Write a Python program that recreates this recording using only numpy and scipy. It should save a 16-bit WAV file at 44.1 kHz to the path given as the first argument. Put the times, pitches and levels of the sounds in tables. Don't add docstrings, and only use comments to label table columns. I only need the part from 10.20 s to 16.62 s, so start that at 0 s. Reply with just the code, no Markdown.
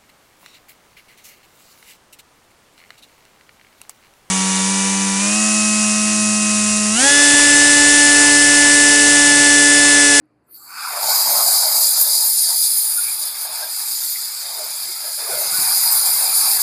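import sys
import numpy as np
from scipy import signal
from scipy.fft import rfft, irfft, next_fast_len
from scipy.io import wavfile

SR = 44100
rng = np.random.default_rng(int(sys.argv[2]) if len(sys.argv) > 2 else 0)


def generate_wav(signal):
    frames = np.transpose(np.atleast_2d(signal))
    scaled = np.clip(frames, -1, 1) * 32767
    pcm = np.round(scaled).astype(np.int16)
    wavfile.write(sys.argv[1], SR, pcm)


def convert_level_to_amplitude(level_db):
    exponent = np.asarray(level_db, float) / 20
    return 10 ** exponent


N = 283122
T = np.arange(N) / SR
SIZE = next_fast_len(N)
HZ = np.maximum(np.arange(SIZE // 2 + 1) * SR / SIZE, 1)
OCTAVE = np.log2(HZ)


def rms_one(x):
    return x / np.sqrt(np.mean(x ** 2) + 1e-20)


def in_time(rows):
    s, *columns = np.transpose(rows)
    return [np.interp(T, s, column) for column in columns]


def swells(rows, point=1.9):
    s, length, *columns = np.transpose(rows)
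    coarse = T[::64]
    phase = np.clip((coarse - s[:, None]) / (1.26 * length[:, None]), -0.5, 0.5)
    bumps = np.cos(np.pi * phase).clip(0) ** point
    return [np.interp(T, coarse, column @ bumps) for column in columns]


def before(s, fade_s):
    return np.clip((s - T) / fade_s, 0, 1)


def drift(rate, depth_db):
    r = np.exp(-40 * np.pi * rate / SR)
    coarse = rng.standard_normal(N // 20 + 4002)
    slow = signal.lfilter([1], [1, -2 * r, r * r], coarse)[4000:]
    return np.interp(np.arange(N) / 20, np.arange(len(slow)), convert_level_to_amplitude(depth_db * rms_one(slow)))


def coloured(points):
    hz, db = np.transpose(points)
    return rfft(rng.standard_normal(SIZE)) * convert_level_to_amplitude(np.interp(np.log(HZ), np.log(hz), db))


def above(edge_hz, soft):
    x = np.clip((OCTAVE - np.log2(edge_hz)) / soft + 0.5, 0, 1)
    return x * x * (3 - 2 * x)


def turbulence(points, zones_hz, levels_db, shared, patchy_db, patch_rate, soft, count):
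    out = 0
    noises = [coloured(points), coloured(points)]
    zones = zip(zones_hz, zones_hz[1:], levels_db, patchy_db)
    for z, (low, high, level_db, flicker_db) in enumerate(zones):
        shares = [above(hz, soft) for hz in np.geomspace(low, high, count + 1)]
        zone = 0
        for k in range(count):
            gain = np.sqrt(np.abs(shares[k] - shares[k + 1]))
            strip = irfft(noises[(z * count + k) % 2] * gain, SIZE)[:N]
            zone = zone + strip * drift(patch_rate, flicker_db)
        out = out + rms_one(zone * shared) * convert_level_to_amplitude(level_db)
    return out


def whistle(s, length, hz, width_hz, db):
    start, size = round((s - length) * SR), round(2 * length * SR)
    r = np.exp(-np.pi * width_hz / SR)
    tone = rng.standard_normal(SR * 3 // 4)
    for _ in range(2):
        tone = signal.lfilter([1, 0, -1], [1, -2 * r * np.cos(2 * np.pi * hz / SR), r * r], tone)
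    burst = rms_one(tone[-size:]) * np.hanning(size) * convert_level_to_amplitude(db)
    out = np.zeros(N)
    out[max(start, 0):start + size] = burst[max(-start, 0):]
    return out


# t/s, level/dB, aim/dB, splash/dB
JET = [(0.29, -55, -7, -24), (0.36, -46.5, -6.5, -9), (0.46, -42, -7.5, -7), (0.67, -27, -4, -3.5),
       (0.8, -24, -5, -5), (0.9, -16, -6, -4), (1.33, -13.5, -4, -9), (1.5, -15.5, -4.5, -5.5),
       (1.57, -14.5, -4.5, -9), (2.53, -16.5, -3, -9.5), (2.75, -18.5, -1.5, -13.5), (3.28, -25, -4, -5),
       (3.87, -21, -5, -7.5), (4.08, -25.5, -5.5, -4.5), (4.9, -26, -4, -6), (5.53, -15.5, -3.5, -8),
       (6.39, -15, -3, -8), (6.42, -12.5, -4, -9.5)]
JET_ZONES_HZ = [3750, 5600, 8600, 11600, 14300, 16500]
# f/Hz, level/dB per Hz
JET_COLOUR = [(3000, -35), (3720, -14.5), (4450, -6), (4700, -2), (4900, 0.5), (5080, -2.5), (5250, -8),
              (5600, -17), (7200, -6.5), (8330, -10.5), (9560, -1), (10700, -4), (11600, -10), (13400, -2),
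              (14300, -9), (15500, -14)]
# t/s, length/s, change/dB, tilt towards the top/dB
FLICKS = [(.35, 0.089, 1.5, 3), (.8, .1, 1, 1), (1.38, 0.23, 1.5, -5), (1.47, 0.13, -2.5, 1.5),
          (1.62, 0.39, 1.5, -1.5), (1.76, 0.062, -1.5, -5), (1.82, 0.037, 4, 1), (1.87, 0.063, -2, 1.5),
          (1.96, 0.21, 2, -6), (2.06, 0.085, 1.5, 2), (2.29, 0.17, 0, -4.5), (2.45, 0.055, 3.5, -4.5),
          (2.58, 0.081, 2, 4), (2.98, 0.055, -1.5, 0), (3.03, 0.048, 2, -4), (3.14, .1, -2.5, 1),
          (3.23, .08, 1, 5), (3.3, 0.075, -2.5, 1), (3.47, 0.1, -3.5, 1.5), (3.92, 0.079, 1.5, 2.5),
          (4.11, 0.067, -1, 1), (4.63, .08, 1, -1.5), (4.97, 0.1, 3, -1), (5.22, 0.087, 2.5, 1),
          (5.57, 0.054, 2, 1), (5.75, 0.08, 1, 3.5), (5.92, .12, -0.5, 5.5), (5.99, .05, 0.5, 3.5),
          (1.3, .05, 0.5, -2.5), (1.66, .06, 1, -5), (2.19, .06, 1.5, -5), (.73, .1, 0, 3),
          (5.4, .12, 1.5, -0.5), (6.11, 0.12, -1.5, 1.5), (6.18, 0.07, 2.5, 1.5), (6.31, .08, 0.5, -0.5),
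          (6.39, .05, -2, 3.5)]
# mean/dB, then dB per dB of level, aim, splash, flick and tilt, while thin/dB
JET_LAW = [
    (-27, 1.03, 0.27, 1, 0.62, -0.58, -9),
    (-30.5, 1.02, -1.73, -0.079, 1.24, -0.2, -12),
    (-24, 1.015, .99, -0.12, 1.08, 0.14, 1),
    (-26.5, 1.19, -0.94, -0.34, 1.3, 0.73, 5.5),
    (-34.5, 0.98, -0.57, -0.43, .7, 0.49, -3),
]
OPENS_S = (.31, 0.29, 0.26, 0.25, .26)
OPENING_S = 0.065
MEAN_JET_DB, MEAN_AIM_DB, MEAN_SPLASH_DB = -20, -4, -7
THIN_UNTIL_S, FILL_S = 0.53, 0.083


def jet(sputter):
    level, aim, splash = in_time(JET)
    flick, tilt = swells(FLICKS)
    controls = [np.ones(N), level - MEAN_JET_DB, aim - MEAN_AIM_DB, splash - MEAN_SPLASH_DB,
                flick, tilt, before(THIN_UNTIL_S, FILL_S)]
    levels = np.array(JET_LAW) @ np.array(controls)
    valve = np.clip((T - np.array(OPENS_S)[:, None]) / OPENING_S, 1e-4, 1)
    levels += 40 * np.log10(valve)
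    return turbulence(JET_COLOUR, JET_ZONES_HZ, levels, sputter,
                      patchy_db=(1.28, 2.0, 1.74, 2.4, 2.3), patch_rate=15.0, soft=0.065, count=5)


# t/s, length/s, f/Hz, width/Hz, level/dB
NOZZLE = [(.315, .04, 4500, 450, -68), (.41, 0.06, 4500, 350, -56), (.362, 0.045, 4500, 450, -48.5),
          (.27, .05, 7800, 900, -82), (.245, .03, 11000, 2500, -86), (.3, .04, 6400, 700, -90),
          (0.54, 0.06, 4550, 400, -43), (.47, 0.11, 4540, 350, -48), (.59, .07, 4500, 450, -41),
          (.43, .11, 7650, 650, -52), (0.296, .04, 10600, 800, -65), (0.33, .05, 13500, 800, -47),
          (.34, .05, 10000, 900, -54), (0.48, .04, 1070, 440, -50), (0.56, .1, 1160, 550, -41.5),
          (.51, .05, 2320, 250, -50), (.62, 0.14, 2450, 330, -42)]


def nozzle():
    return sum(whistle(*row) for row in NOZZLE)


# t/s, jump/dB, fade/s
SLAPS = [
    (1.053, 2, 0.045),
    (1.19, 2, .04),
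    (1.43, 1.5, 0.033),
    (3.243, 2, 0.06),
    (3.39, 2, 0.043),
    (3.597, 6.5, 0.06),
    (5.085, -1, 0.039),
]


def slaps():
    out = 0
    for s, db, fade_s in SLAPS:
        out = out + db * np.clip((T - s) / 0.005, 0, 1) * np.exp(-np.maximum(T - s, 0) / fade_s)
    return out


# t/s, drive/dB, slack of the cloth/dB
CLOTH = [(.3, -51, .1), (.47, -51, -3), (.64, -34, -2), (.71, -33.5, 2.5), (.84, -30, 1), (1.05, -30, -2),
         (1.5, -38.5, 0.5), (1.97, -50.5, 1), (2.28, -49.5, 1), (2.87, -45.5, -0.5), (3.26, -43, 1),
         (3.76, -49, -0.5), (4.41, -44, 1), (4.89, -46, -0.5), (5.21, -41.5, 3), (5.42, -39, -3.5),
         (5.85, -41, -1.5), (6.42, -39.5, -4)]
CLOTH_ZONES_HZ = [400, 550, 720, 1100]
WEAVE_ZONES_HZ = [1100, 1600, 2050, 2750, 3250, 3750]
# f/Hz, level/dB per Hz
CLOTH_COLOUR = [(210, -48), (350, -9), (425, -14.5), (470, -7.5), (543, -9), (595, -1.5), (665, -1.5),
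                (858, 3.5), (1030, -1.5), (1460, -1), (1810, -10.5), (2380, -8), (2880, -17.5), (4000, 8),
                (5200, -32), (8800, -120)]
# t/s, length/s, swell/dB, depth/dB
PRESSES = [(.76, 0.12, 5, 2), (.88, 0.18, 5.5, 1), (1.07, 0.068, 4, 0), (1.2, 0.26, 6, 9),
           (1.44, 0.37, 7.5, 2.5), (1.61, 0.36, 7, 2.5), (1.78, 0.11, 7.5, -2.5), (1.92, 0.33, 13, 6),
           (2.06, 0.16, 9.5, -5), (2.19, 0.08, 2, -6), (2.31, 0.13, 15, 1.5), (2.7, 0.13, 6, -5),
           (2.9, 0.06, 6.5, -7), (3.04, .14, 3, 2), (3.31, 0.11, 6, 4), (3.43, 0.15, 9, 7),
           (3.61, 0.07, 2.5, -7), (3.72, 0.17, 2.5, -4), (3.84, .06, 4, -3), (3.91, .07, -6, 1),
           (4.29, 0.12, 4.5, 8), (4.42, 0.19, 3, 9), (4.69, 0.13, -1.5, 5), (4.87, 0.15, 6, 11),
           (5.0, 0.083, 2.5, 9), (5.11, 0.16, 1.5, 13), (5.21, 0.11, 0.5, 8.5), (5.47, 0.11, 6, -8),
           (5.68, .12, 5.5, -6), (5.87, 0.078, 7.5, -6), (6.04, 0.16, 7, 2), (6.28, 0.069, 9, -4)]
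# mean/dB, then dB per dB of drive, swell, depth and jet,
# before arrival/dB, while thin/dB
CLOTH_LAW = [
    (-67, 0.8, 0.28, 0.73, .01, -15, 2),
    (-58.5, 1.08, 0.9, 0.98, 0.011, -14, -5),
    (-49.5, 0.91, 0.84, 0.017, 0.014, -2.5, -0.5),
    (-48.5, 0.78, 0.3, .01, 0.015, 6.5, 3.5),
    (-51, 0.41, 0.26, .01, 0.018, 0.5, -8),
    (-48, 0.45, 0.09, .01, 0.0086, -0.5, -11),
    (-55, 0.26, 0.054, .01, 0.16, -17, -20),
    (-45, 0.058, .05, .01, 0.3, -0.5, -40),
]
# t/s, level/dB
LANDING = [
    (4.928, 1.5),
    (4.942, -2),
    (4.974, -6),
    (4.980, 7),
    (5.07, 9.5),
]
LANDING_SHARE = (1, 0.67, 0.67, 0.56, 0.57, 0.55, 0.12, 0.1)
MEAN_DRIVE_DB = -45
ARRIVE_S, APPROACH_S = 0.743, 0.082


def cloth(sputter):
    drive, slack = in_time(CLOTH)
    swell, depth = swells(PRESSES, point=1.36)
    controls = [np.ones(N), drive - MEAN_DRIVE_DB, swell, depth + slack, in_time(JET)[0] - MEAN_JET_DB,
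                before(ARRIVE_S, APPROACH_S), before(THIN_UNTIL_S + 0.059, FILL_S)]
    levels = np.array(CLOTH_LAW) @ np.array(controls)
    levels += np.outer(LANDING_SHARE, in_time(LANDING)[0] + slaps())
    pocket = turbulence(CLOTH_COLOUR, CLOTH_ZONES_HZ, levels[:3], sputter ** 1.2,
                        patchy_db=(1.8, 1.7, 1.7), patch_rate=8.6, soft=0.083, count=3)
    weave = turbulence(CLOTH_COLOUR, WEAVE_ZONES_HZ, levels[3:], sputter ** 0.54,
                       patchy_db=(2.5, 2.65, 2.3, 1.9, 2.6), patch_rate=8.1, soft=0.094, count=3)
    pocket_fills = np.clip((T - 0.35) / 0.11, 0, 1)
    weave_fills = np.clip((T - 0.31) / 0.26, 0, 1) ** 1.9
    return pocket_fills * pocket + weave_fills * weave


# t/s, length/s, f/Hz, width/Hz, level/dB
WHISTLES = [(2.79, 0.028, 1410, 67, -33.5), (2.883, 0.083, 2360, 160, -39), (3.441, 0.035, 1620, 43, -37),
            (3.96, 0.03, 2100, 300, -37.5), (4.414, 0.038, 622, 23, -34.5), (.775, .04, 1130, 360, -32),
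            (1.0, .04, 1020, 350, -30), (0.97, 0.032, 980, 230, -31), (1.155, .025, 1000, 250, -29),
            (1.445, .03, 760, 200, -37), (1.209, 0.042, 1080, 250, -28.5), (4.404, 0.087, 408, 66, -50.5),
            (4.693, 0.05, 382, 120, -50.5), (5.03, .055, 400, 90, -50), (5.24, .07, 396, 60, -49),
            (5.10, 0.02, 810, 120, -28.5), (5.105, 0.024, 410, 72, -36), (5.184, 0.086, 394, 48, -50),
            (.62, .05, 1220, 60, -41), (.67, 0.051, 980, 60, -36), (.42, .03, 1210, 120, -53),
            (3.4, .025, 780, 200, -38), (3.253, .012, 750, 400, -37), (3.28, 0.018, 800, 150, -38),
            (3.345, .02, 840, 150, -37.5), (1.07, .03, 920, 130, -28), (.91, .03, 710, 150, -30),
            (5.13, 0.028, 510, 57, -34), (5.185, 0.025, 646, 60, -34), (5.22, .03, 710, 65, -38),
            (5.132, 0.064, 1400, 160, -37), (5.345, 0.03, 1460, 73, -32.5), (5.125, 0.046, 490, 170, -42),
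            (5.5, 0.036, 770, 200, -39), (5.9, .04, 720, 130, -42), (3.46, 0.02, 640, 67, -40),
            (6, 0.026, 1000, 110, -48)]


def folds():
    return sum(whistle(*row) for row in WHISTLES)


# t/s, length/s, thud/dB, flutter/dB
PUFFS = [(.85, 0.17, 1, 9), (.98, 0.22, 17, 6), (1.09, 0.11, 12, 16), (1.21, 0.22, 11, 13),
         (1.5, 0.29, 5, -11), (2.88, 0.15, 12, 6), (3.66, 0.26, 4, 4), (4.68, 0.2, 4, 5),
         (5.14, .12, 11, 12), (5.28, 0.17, 7, 13), (5.4, 0.22, 8, 19), (5.55, 0.15, 10, 14),
         (5.65, 0.13, 12, 14), (5.76, 0.13, 10, 12.5), (5.88, 0.2, 3, 13), (5.99, 0.15, 15, 12),
         (6.09, 0.11, 7, 14), (6.2, 0.13, 11, 12), (6.33, 0.23, 6, 11.5), (6.42, .06, 16, 7)]
PUFF_ZONES_HZ = [42, 90, 220, 400]
# f/Hz, level/dB per Hz
PUFF_COLOUR = [(24, -42), (40, -26), (59, -6), (80, -21), (112, 2), (145, -1.5), (270, -4.5), (420, -1.5),
               (550, -30), (920, -120)]
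STILL_AIR_DB = (-78, -71, -68)
RUSTLE_PER_FLUTTER, RUSTLE_PER_DEPTH, RUSTLE_PER_DRIVE = 0.87, 0.37, 0.092


def puffs():
    thud, flutter = swells(PUFFS)
    drive = np.maximum(in_time(CLOTH)[0] - MEAN_DRIVE_DB, 0)
    depth = swells(PRESSES)[1]
    rustle = RUSTLE_PER_FLUTTER * flutter + RUSTLE_PER_DEPTH * depth + RUSTLE_PER_DRIVE * drive
    levels = [still_db + rise for still_db, rise in zip(STILL_AIR_DB, (thud, flutter, rustle))]
    return turbulence(PUFF_COLOUR, PUFF_ZONES_HZ, levels, 1,
                      patchy_db=(3.0, 2.4, 2.2), patch_rate=2.5, soft=0.23, count=2)


# t/s, length/s, f/Hz, width/Hz, level/dB
EDDIES = [(.87, .06, 110, 50, -58), (1.085, .03, 175, 50, -54), (1.125, .025, 120, 60, -56),
          (1.26, .025, 180, 50, -55), (2.9, .06, 110, 50, -62), (3.0, .05, 190, 50, -64),
          (5.15, .04, 110, 30, -56), (5.33, .1, 115, 25, -56), (5.39, .05, 260, 80, -50),
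          (5.42, .1, 149, 25, -50), (5.47, .07, 110, 25, -56), (5.65, .05, 149, 30, -53),
          (5.9, 0.063, 150, 28, -55), (6.09, .05, 160, 50, -56), (6.25, .1, 120, 20, -62)]


def eddies():
    return sum(whistle(*row) for row in EDDIES)


# f/Hz, level/dB per Hz
SHOP = [(300, -31), (450, -23), (640, -27), (800, -28), (1100, -29), (2400, -39), (3400, -55), (4700, -43),
        (5600, -59), (10500, -53), (13000, -68)]
SHOP_DB = -69.5
# f/Hz, level/dB rms
HUM = [
    (58.5, -82),
    (118.5, -83),
    (148.5, -81.5),
    (242, -81),
    (298, -74),
    (447, -84),
    (608, -84),
    (711, -79),
]
# t/s, length/s, f/Hz, width/Hz, level/dB
STIRS = [
    (0.045, .055, 307, 3, -56),
    (.16, .08, 300, 3, -66),
    (.01, .05, 250, 40, -68),
    (.45, .04, 310, 20, -68),
    (.058, .008, 10800, 900, -80),
    (0.112, 0.032, 1050, 150, -72),
    (0.29, 0.04, 1200, 500, -67),
    (.34, .09, 2100, 900, -73),
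]


def shop():
    air = rms_one(irfft(coloured(SHOP) * above(370, 0.3), SIZE)[:N]) * convert_level_to_amplitude(SHOP_DB)
    motors = sum(convert_level_to_amplitude(db + 2.0) * drift(5, 2.3) * np.sin(2 * np.pi * hz * T) for hz, db in HUM)
    return air + motors + sum(whistle(*row) for row in STIRS)


def scene():
    sputter = drift(38, 0.53) * drift(360, 0.59)
    steam = jet(sputter) + nozzle() + cloth(sputter) + folds()
    mono = steam + puffs() + eddies() + shop()
    return np.array([mono, mono])


def low_pass(x):
    return signal.sosfilt(signal.butter(12, 16620, fs=SR, output="sos"), x)


def record(dry):
    excess = dry - dry / (1 + (dry / 0.62) ** 4) ** 0.25
    treble = signal.butter(6, 3500, "high", fs=SR, output="sos")
    rounded = dry - signal.sosfiltfilt(treble, excess)
    edge = signal.ellip(14, 0.3, 90, 15460, fs=SR, output="sos")
    return low_pass(signal.sosfilt(edge, rounded))


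dry = scene()
out = record(dry)
generate_wav(out)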